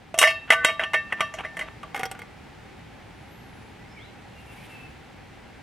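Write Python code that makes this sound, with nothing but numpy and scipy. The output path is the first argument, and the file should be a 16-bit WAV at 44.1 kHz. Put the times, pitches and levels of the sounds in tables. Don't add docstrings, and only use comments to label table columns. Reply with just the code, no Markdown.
import sys
import numpy as np
from scipy import signal
from scipy.fft import rfft, irfft, next_fast_len
from scipy.io import wavfile

SR = 44100
rng = np.random.default_rng(int(sys.argv[2]) if len(sys.argv) > 2 else 0)


def transcribe(u):
    v = np.clip(np.atleast_2d(u).T, -1, 1)
    q = np.round(v * 32767).astype(np.int16)
    wavfile.write(sys.argv[1], SR, q)


N = 247842
T = np.arange(N) / SR
AGE = T[:SR // 2]

# start in seconds, strength in dB, hardness of the contact in dB,
# how freely both ring in dB, pitch favoured by the contact point in Hz, chatter in seconds.
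KNOCKS = [ (0.1419, -32.5, 5.5, -4.5, 655, 0), (.1775, -45, 22, 8, 660, .007),
          (0.1879, -22, 27, -0.5, 2780, 0.00056), (0.2133, -12.5, 10.5, -4, 1150, 0.011),
          (.2274, -11, 5, -3.5, 1470, 0.0011), (0.2358, -18.5, 6, 6.5, 2020, 0.022),
          (.2700, -21, 5, 6, 2450, 0.033), (0.5031, -8.5, -1, -2.5, 1980, 0.00052),
          (.5200, -10, 1, -7, 780, 0.018), (0.6466, -14, 6, 0.5, 7600, 0),
          (.6830, -22.5, -11, 1, 2380, 0.023), (0.7936, -22, -7.5, 0, 1600, 0.018),
          (0.835, -21, -9.5, -3.5, 3241, 0.0061), (.9335, -21.5, -3, 1, 877, .007),
          (0.9407, -17.5, -5, 1.5, 2070, .005), (1.1229, -21, -8, -10.5, 1900, .008),
          (1.1961, -36.5, -7, -4.5, 2000, 0), (1.2059, -18, 0, -0.5, 1191, 0.0011),
          (1.3391, -40.5, 11, 3, 6615, 0.0014), (1.3850, -24, -8, -10, 822, 0.02),
          (1.4476, -34.5, -4, 4, 1750, 0.0053), (1.5683, -37.5, 9.5, -2, 1901, 0.006),
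          (1.5914, -30, 7.5, -5, 1848, 0.0016), (1.6100, -32.5, 2.5, -0.5, 1948, 0.018),
          (1.8302, -37.5, -1, -7.5, 1192, 0.0019)]
# start in seconds, strength in dB, hardness in dB,
# favoured pitch in Hz.
SLIPS = [ (1.9454, -24.5, 1.5, 800), (1.9565, -30, 5.5, 2140), (1.9623, -30.5, 9, 2120),
         (1.9759, -30.5, 6, 1480), (1.9940, -27.5, 9, 730), (2.0088, -31.5, 6, 1110),
         (2.032, -24, 8.5, 1880), (2.0545, -28, 11, 5400), (2.1136, -31.5, 14, 8000),
         (2.1494, -38.5, -2, 1560), (2.191, -38, 10.5, 2120), (2.2180, -39.5, 8, 2100)]
# start in seconds, length in seconds,
# level of the rub at its end in dB, before dulling.
SCRAPES = [(0.471, .028, -36), (0.631, .017, -28), (0.811, .026, -27), (1.10, 0.03, -35),
           (1.159, .037, -41), (1.368, .035, -37.5), (1.432, 0.015, -35), (1.661, .028, -40)]
# frequency in Hz, relative level in dB.
CLANK_SPECTRUM = [(100, -34), (300, -7), (500, -6), (780, -0.5), (1030, -0.5), (1400, 3.5), (2100, -2),
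                  (2500, 0.5), (3200, -2.5), (3600, -12), (5000, -27), (6300, -16.5), (10500, -18.5),
                  (13000, -30), (16000, -40)]
CLACK_SPECTRUM = [(100, -10), (300, -6), (470, 8.5), (580, -7), (780, 5.5), (1080, -6), (1450, -2),
                  (2100, 1), (2350, -2.5), (3200, -5.5), (4000, -21), (6000, -22), (11000, -22.5),
                  (16000, -37)]
# pitch in Hz, level in dB, ring time (t60) in seconds
BOWL_HZ = [622, 654, 1171, 1795, 2216, 2380, 2684, 2828, 2864, 3186, 3774, 4232, 4275, 4642, 5010, 5546,
           5703, 5870, 6785, 7354, 7570, 8515, 8750, 9865, 10215, 11430, 12360]
BOWL_DB = [-1.5, -2, -2, -1, -1.5, -20.5, -7.5, -8, -3, -5.5, -14, -34, -19, -32.5, -22, -14.5, -15, -33,
           -30, -37.5, -37, -21, -27, -25.5, -26.5, -27, -42]
BOWL_T60 = [0.21, 0.27, 0.4, 0.41, 0.18, 0.06, 0.55, 0.2, 0.19, 0.29, 0.39, 0.2, 0.28, 0.37, 0.25, 0.08,
            0.22, .18, 0.13, 0.13, 0.051, 0.13, 0.14, 0.12, 0.18, 0.13, 0.033]
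# pitch in Hz, level in dB, ring time (t60) in seconds
PAN_HZ = [478, 664, 785, 940, 1142, 1511, 1787, 1965, 2041, 2147, 2394, 2553, 2780, 3140, 3225]
PAN_DB = [-13.5, -1.5, -47, -17.5, -6, -8, -4.5, -7, 7.5, 0.5, -10.5, -21.5, -20.5, -17.5, -17]
PAN_T60 = [0.4, 0.22, 0.066, 0.13, 0.43, 0.41, 0.29, 0.4, 0.17, 0.04, 0.083, .13, 0.19, .16, .18]
# pitch in Hz, level in dB, t60 in seconds,
# which the slips shorten a little.
CLAMPED_MODES = [(465, -4.5, 0.099), (769, -0.5, 0.15), (820, -29, 0.071), (1170, -10, 0.4),
                 (1452, -4, 0.1), (1855, -12, .06), (1980, -20, 0.061), (2135, -2.5, 0.069),
                 (2760, -15, 0.072), (3250, -17.5, 0.16), (5220, -20.5, 0.046), (5720, -24, 0.073),
                 (6630, -15.5, 0.018), (8100, -25, 0.049)]
# time in seconds, pitch in Hz.
WHISTLE = [(3.12, 10336), (3.136, 10753), (3.162, 11021), (3.208, 10505), (3.334, 11863), (3.372, 11517),
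           (3.698, 10783), (3.75, 10296)]
# start in seconds, length in seconds, first pitch in Hz,
# last pitch in Hz, level in dB.
BIRDS = [ (3.779, 0.095, 1934, 2090, -54), (3.887, .07, 5050, 5470, -66), (3.958, 0.053, 2445, 1966, -48),
         (3.98, .09, 2840, 4210, -54), (4.05, 0.076, 3970, 3980, -65), (4.351, .07, 2800, 2800, -54),
         (4.462, 0.057, 2780, 2700, -50.5), (4.543, 0.069, 2314, 2270, -57),
         (4.668, 0.215, 2737, 2578, -47.5)]
# frequency in Hz, relative level in dB.
CLOTH_SPECTRUM = [(1000, -20), (2400, 13.5), (4000, -13), (6000, -9.5), (9000, -1.5), (11500, -2.5),
                  (13500, -9), (16000, -22)]
# frequency in Hz, relative level in dB per Hz.
HUSH_SPECTRUM = [(15, -43), (25, -13), (48, -1.5), (108, 1), (206, -3.5), (277, -6), (326, -8.5),
                 (695, -12.5), (775, -6), (1070, -15.5), (2110, -13.5), (5880, -31.5), (10100, -38.5),
                 (11600, -42), (16000, -49)]
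# frequency in Hz, side minus mid in dB.
HUSH_SIDE = [(30, -18.5), (70, -19), (140, -12), (300, 0.5), (800, -5.5), (2500, -8.5), (10000, -2)]

BOWL_RING_DB, PAN_RING_DB, CLANK_T60_S, HAND_DAMPING = -10.5, -9.5, 0.055, 0.36
MEDIUM_DB, KNOCK_BASS_DB, SPOT_DB = -21, 0.5, 8
BASS_PER_DB, SPOT_PER_DB = 0.4248, 0.1735
PRESS_S, PRESS_PER_DB, PRESS_PER_CHATTER = 0.00082, 0.3, 0.087
SETTLED_S, SETTLED_DAMPING = 0.9, 0.84
SING_FROM_S, SING_TO_S, SING_DB = 0.527, 0.646, -29
SLIP_RING_DB, SLIP_BASS_DB, SLIP_SPOT_DB = -6.5, -1.5, 7.5
WHISTLE_DB, HUSH_DB = -68, -46.5
SLEEVE_S, SLEEVE_SPREAD_S, SLEEVE_DB = 4.625, 0.17, -57.5
TOP_HZ = 16000


def knocks():
    out = np.zeros((2, N))
    peaks = sheet(PAN_HZ + BOWL_HZ)
    bowl = list(zip(BOWL_HZ, BOWL_DB, BOWL_T60)) + overtones()
    pan = list(zip(PAN_HZ, PAN_DB, PAN_T60))
    next_touch = [row[0] for row in KNOCKS[1:]] + [SLIPS[0][0]]
    for (s, db, hard_db, free_db, spot_hz, span), until in zip(KNOCKS, next_touch):
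        light_db = MEDIUM_DB - db
        bass_db = KNOCK_BASS_DB + BASS_PER_DB * light_db
        touch = (bass_db, hard_db, spot_hz, SPOT_DB + SPOT_PER_DB * light_db)
        rise = PRESS_S * undb(-PRESS_PER_DB * hard_db) + PRESS_PER_CHATTER * span
        force = undb(db) * np.minimum(AGE / rise, 1)
        bowl_life = SETTLED_DAMPING if s > SETTLED_S else 1
        bowl_ring = ring(bowl, bowl_life, touch) * choke(s + AGE - until, t60=1.5)
        pan_ring = ring(pan, HAND_DAMPING, touch) * choke(s + AGE - until, t60=0.19)
        rings = undb(BOWL_RING_DB) * bowl_ring + undb(PAN_RING_DB) * pan_ring
        add(out, s, force * undb(free_db) * rings)
        for delay, size in chatter(span):
            blow = clank(CLANK_SPECTRUM, peaks, CLANK_T60_S, touch, crack_db=-6.5, crack_t60=0.016)
            add(out, s + delay, force * size * blow)
    return out


def chatter(span, count=4, rebound=0.44, uneven=0.51):
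    chance = rng.random((count, 2))
    if span < 1e-3:
        return [(0, 1.0)]
    delays = np.append(0, (np.arange(count) + chance[:, 0]) * span / count)
    sizes = np.append(1, rebound * (1 + uneven * (2 * chance[:, 1] - 1)))
    return list(zip(delays, sizes / np.linalg.norm(sizes)))


def overtones(count=30, low_hz=4400, high_hz=13000, db=-28, slope_db=-7, t60=0.24):
    pitches = low_hz + (high_hz - low_hz) * (np.arange(count) + rng.random(count)) / count
    return [(hz, db + slope_db * np.log2(hz / low_hz), t60) for hz in pitches]


def ring(modes, length, touch, scatter_db=2.5, twin=0.46, split=0.008, wide_hz=22000):
    mid, side = np.zeros((2, len(AGE)))
    chances = rng.standard_normal((len(modes), 3))
    turns = rng.random((len(modes), 2))
    for (hz, db, t60), (size, gap, lean), turn in zip(modes, chances, turns):
        phase = 2 * np.pi * (hz * AGE + turn[0])
        swing = undb(db + scatter_db * size + colour(hz, *touch)) * fade(t60 * length)
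        twin_phase = phase * (1 + split * gap) + 2 * np.pi * turn[1]
        mid += swing * (np.sin(phase) + twin * np.sin(twin_phase))
        side += swing * np.cos(phase) * np.sign(lean) * hz / wide_hz
    return stereo(mid, side)


def clank(spectrum, peaks, t60, touch, crack_db, crack_t60, split_hz=4200, treble_life=1.0,
          low_side=0.024, high_side=0.37):
    def sheet_db(hz):
        return colour(hz, *touch) + at_hz(peaks, hz)

    x = np.array([shaped(noise(spectrum, len(AGE)), sheet_db) for _ in range(2)])
    low = signal.sosfiltfilt(signal.butter(3, split_hz, fs=SR, output="sos"), x)
    high = x - low
    crack = undb(crack_db) * fade(crack_t60)
    low_wash = stereo(low[0], low_side * low[1]) * (fade(t60) + crack / 2)
    high_wash = stereo(high[0], high_side * high[1]) * (fade(t60 * treble_life) + crack)
    return low_wash + high_wash


def sheet(main_hz, spacing_hz=70, depth_db=5, from_hz=4000, lift_db=7, width_hz=30, gap_db=-3):
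    hz = np.arange(10, 20000, 10.)
    main = np.max(1 / (1 + ((hz[:, None] - np.array(main_hz)) / width_hz) ** 2), axis=1)
    depth = depth_db / (1 + (from_hz / hz) ** 4)
    draws = np.clip(rng.standard_normal(len(hz)), -2, 2)
    chance = np.interp(hz / spacing_hz, np.arange(len(hz)), draws)
    crowded = depth * chance - depth ** 2 * np.log(10) / 20
    return np.column_stack([hz, gap_db + lift_db * main + crowded])


def colour(hz, bass_db, treble_db, spot_hz, spot_db, bass_hz=950, treble_hz=3900, spot_octaves=0.16):
    hz = np.maximum(hz, 1)
    spot = np.exp(-0.5 * (np.log2(hz / spot_hz) / spot_octaves) ** 2)
    bass = bass_db / (1 + (hz / bass_hz) ** 4)
    treble = treble_db / (1 + (treble_hz / hz) ** 4)
    return bass + treble + spot_db * spot


def fade(t60):
    return np.exp(-np.log(1000) * AGE / max(t60, 1e-3))


def choke(age_s, t60):
    return np.exp(-np.log(1000) * np.maximum(age_s, 0) / t60)


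def scrapes(build_db=12, grain_db=2.0, edge_s=0.0012, dull_hz=3500):
    force = np.zeros(N)
    for s, length, db in SCRAPES:
        to_go = np.clip((s + length - T) / length, 0, 1)
        edges = np.clip(np.minimum(T - s, s + length - T) / edge_s, 0, 1)
        force += edges * undb(db - build_db * to_go)
    rub = noise(CLANK_SPECTRUM, N) * force * undb(grain_db * walk(160))
    return stereo(signal.sosfilt(signal.butter(2, dull_hz, fs=SR, output="sos"), rub), 0)


def singing(rise_s=0.0092, spot_hz=1550, spot_db=20, bass_db=4, treble_db=-30, waver_db=2):
    touch = (bass_db, treble_db, spot_hz, spot_db)
    tone = np.zeros(N)
    for hz, db, t60 in zip(PAN_HZ, PAN_DB, PAN_T60):
        level = t60 * undb(db + colour(hz, *touch) + waver_db * walk(30))
        tone += level * np.sin(2 * np.pi * hz * T)
    drag = np.clip((T - SING_FROM_S) / rise_s, 0, 1) * choke(T - SING_TO_S, t60=0.18)
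    return stereo(undb(SING_DB) * drag * tone, 0)


def gripper(rise_s=0.00047, regrip_t60=0.06):
    out = np.zeros((2, N))
    clamped_hz = [mode[0] for mode in CLAMPED_MODES]
    peaks = sheet(clamped_hz, spacing_hz=169, depth_db=7, from_hz=3500, lift_db=2.5, gap_db=-2.5)
    next_slip = [row[0] for row in SLIPS[1:]] + [T[-1]]
    for (s, db, hard_db, spot_hz), until in zip(SLIPS, next_slip):
        touch = (SLIP_BASS_DB, hard_db, spot_hz, SLIP_SPOT_DB)
        blow = clank(CLACK_SPECTRUM, peaks, t60=0.061, touch=touch, crack_db=-13, crack_t60=0.0091,
                     treble_life=0.76)
        pan_ring = ring(CLAMPED_MODES, 0.98, touch) * choke(s + AGE - until, t60=regrip_t60)
        blow += undb(SLIP_RING_DB) * pan_ring
        add(out, s, undb(db) * blow * np.minimum(AGE / rise_s, 1))
    return out


def sleeve(grain_db=2.0, width=0.39, fold_s=4.67, fold_spread_s=0.12, fold_db=-54,
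           fold_low_hz=1500, fold_high_hz=3100):
    slide = stereo(noise(CLOTH_SPECTRUM, N), width * noise(CLOTH_SPECTRUM, N))
    slide = slide * undb(SLEEVE_DB) * swell(SLEEVE_S, SLEEVE_SPREAD_S)
    band = signal.butter(2, [fold_low_hz, fold_high_hz], "band", fs=SR, output="sos")
    fold = signal.sosfilt(band, rng.standard_normal(N))
    fold *= undb(fold_db) / fold.std() * swell(fold_s, fold_spread_s)
    return (slide + fold) * undb(grain_db * walk(60))


def swell(middle_s, spread_s):
    return np.exp(-0.5 * ((T - middle_s) / spread_s) ** 2)


def birds():
    song = note(WHISTLE, WHISTLE_DB)
    for s, length, first_hz, last_hz, db in BIRDS:
        song += note([(s, first_hz), (s + length, last_hz)], db)
    both = stereo(song, 0)
    return both + trees(both, wet_db=-7, t60=0.45, dull_hz=6000)


def note(glide, db, quaver_hz=22, flutter_db=2, arch=0.7):
    hz, = at_time(glide)
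    along = np.clip((T - glide[0][0]) / (glide[-1][0] - glide[0][0]), 0, 1)
    level = (4 * along * (1 - along)) ** arch * undb(db + flutter_db * walk(40))
    return level * np.sin(2 * np.pi * np.cumsum(hz + quaver_hz * walk(60)) / SR)


def trees(x, wet_db=-29, t60=0.44, dull_hz=3500, delay_s=0.0083):
    echo = rng.standard_normal((2, len(AGE))) * fade(t60) * np.minimum(AGE / delay_s, 1) ** 2
    echo = signal.sosfilt(signal.butter(2, dull_hz, fs=SR, output="sos"), echo)
    echo /= np.sqrt(np.sum(echo[0] ** 2))
    return undb(wet_db) * signal.fftconvolve(x, echo, axes=1)[:, :N]


def woodland(start_db=-4, settle_s=0.54):
    side = shaped(noise(HUSH_SPECTRUM, N), lambda hz: at_hz(HUSH_SIDE, hz))
    waver_db = 0.3 * walk(5)
    level_db = HUSH_DB + start_db * np.exp(-T / settle_s) + waver_db
    return stereo(noise(HUSH_SPECTRUM, N), side) * undb(level_db)


def undb(db):
    return 10 ** (np.asarray(db) / 20)


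def at_hz(table, hz):
    f, db = np.transpose(table)
    return np.interp(np.log(np.maximum(hz, 1)), np.log(f), db)


def at_time(table):
    s, *columns = np.transpose(table)
    return [np.interp(T, s, c) for c in columns]


def shaped(x, db_at):
    size = next_fast_len(len(x))
    hz = np.arange(size // 2 + 1) * SR / size
    return irfft(rfft(x, size) * undb(db_at(hz)), size)[:len(x)]


def noise(table, size):
    x = shaped(rng.standard_normal(size), lambda hz: at_hz(table, hz))
    return x / x.std()


def walk(rate, count=2000):
    x = np.interp(T, np.arange(count) / rate, rng.standard_normal(count))
    return x / x.std()


def stereo(mid, side):
    return np.array([mid + side, mid - side])


def add(out, s, x):
    i = int(s * SR)
    out[:, i:i + x.shape[1]] += x[:, :N - i]


def scene():
    right_lean = undb(np.array([[-0.3], [0.3]]))
    metal = (knocks() + singing() + scrapes() + gripper()) * right_lean
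    return metal + trees(metal) + woodland() + birds() + sleeve()


def record(dry):
    rounded = dry / (1 + dry ** 4) ** (1 / 4)
    return signal.sosfilt(signal.ellip(8, 0.2, 70, TOP_HZ, fs=SR, output="sos"), rounded)


dry = scene()
out = record(dry)
transcribe(out)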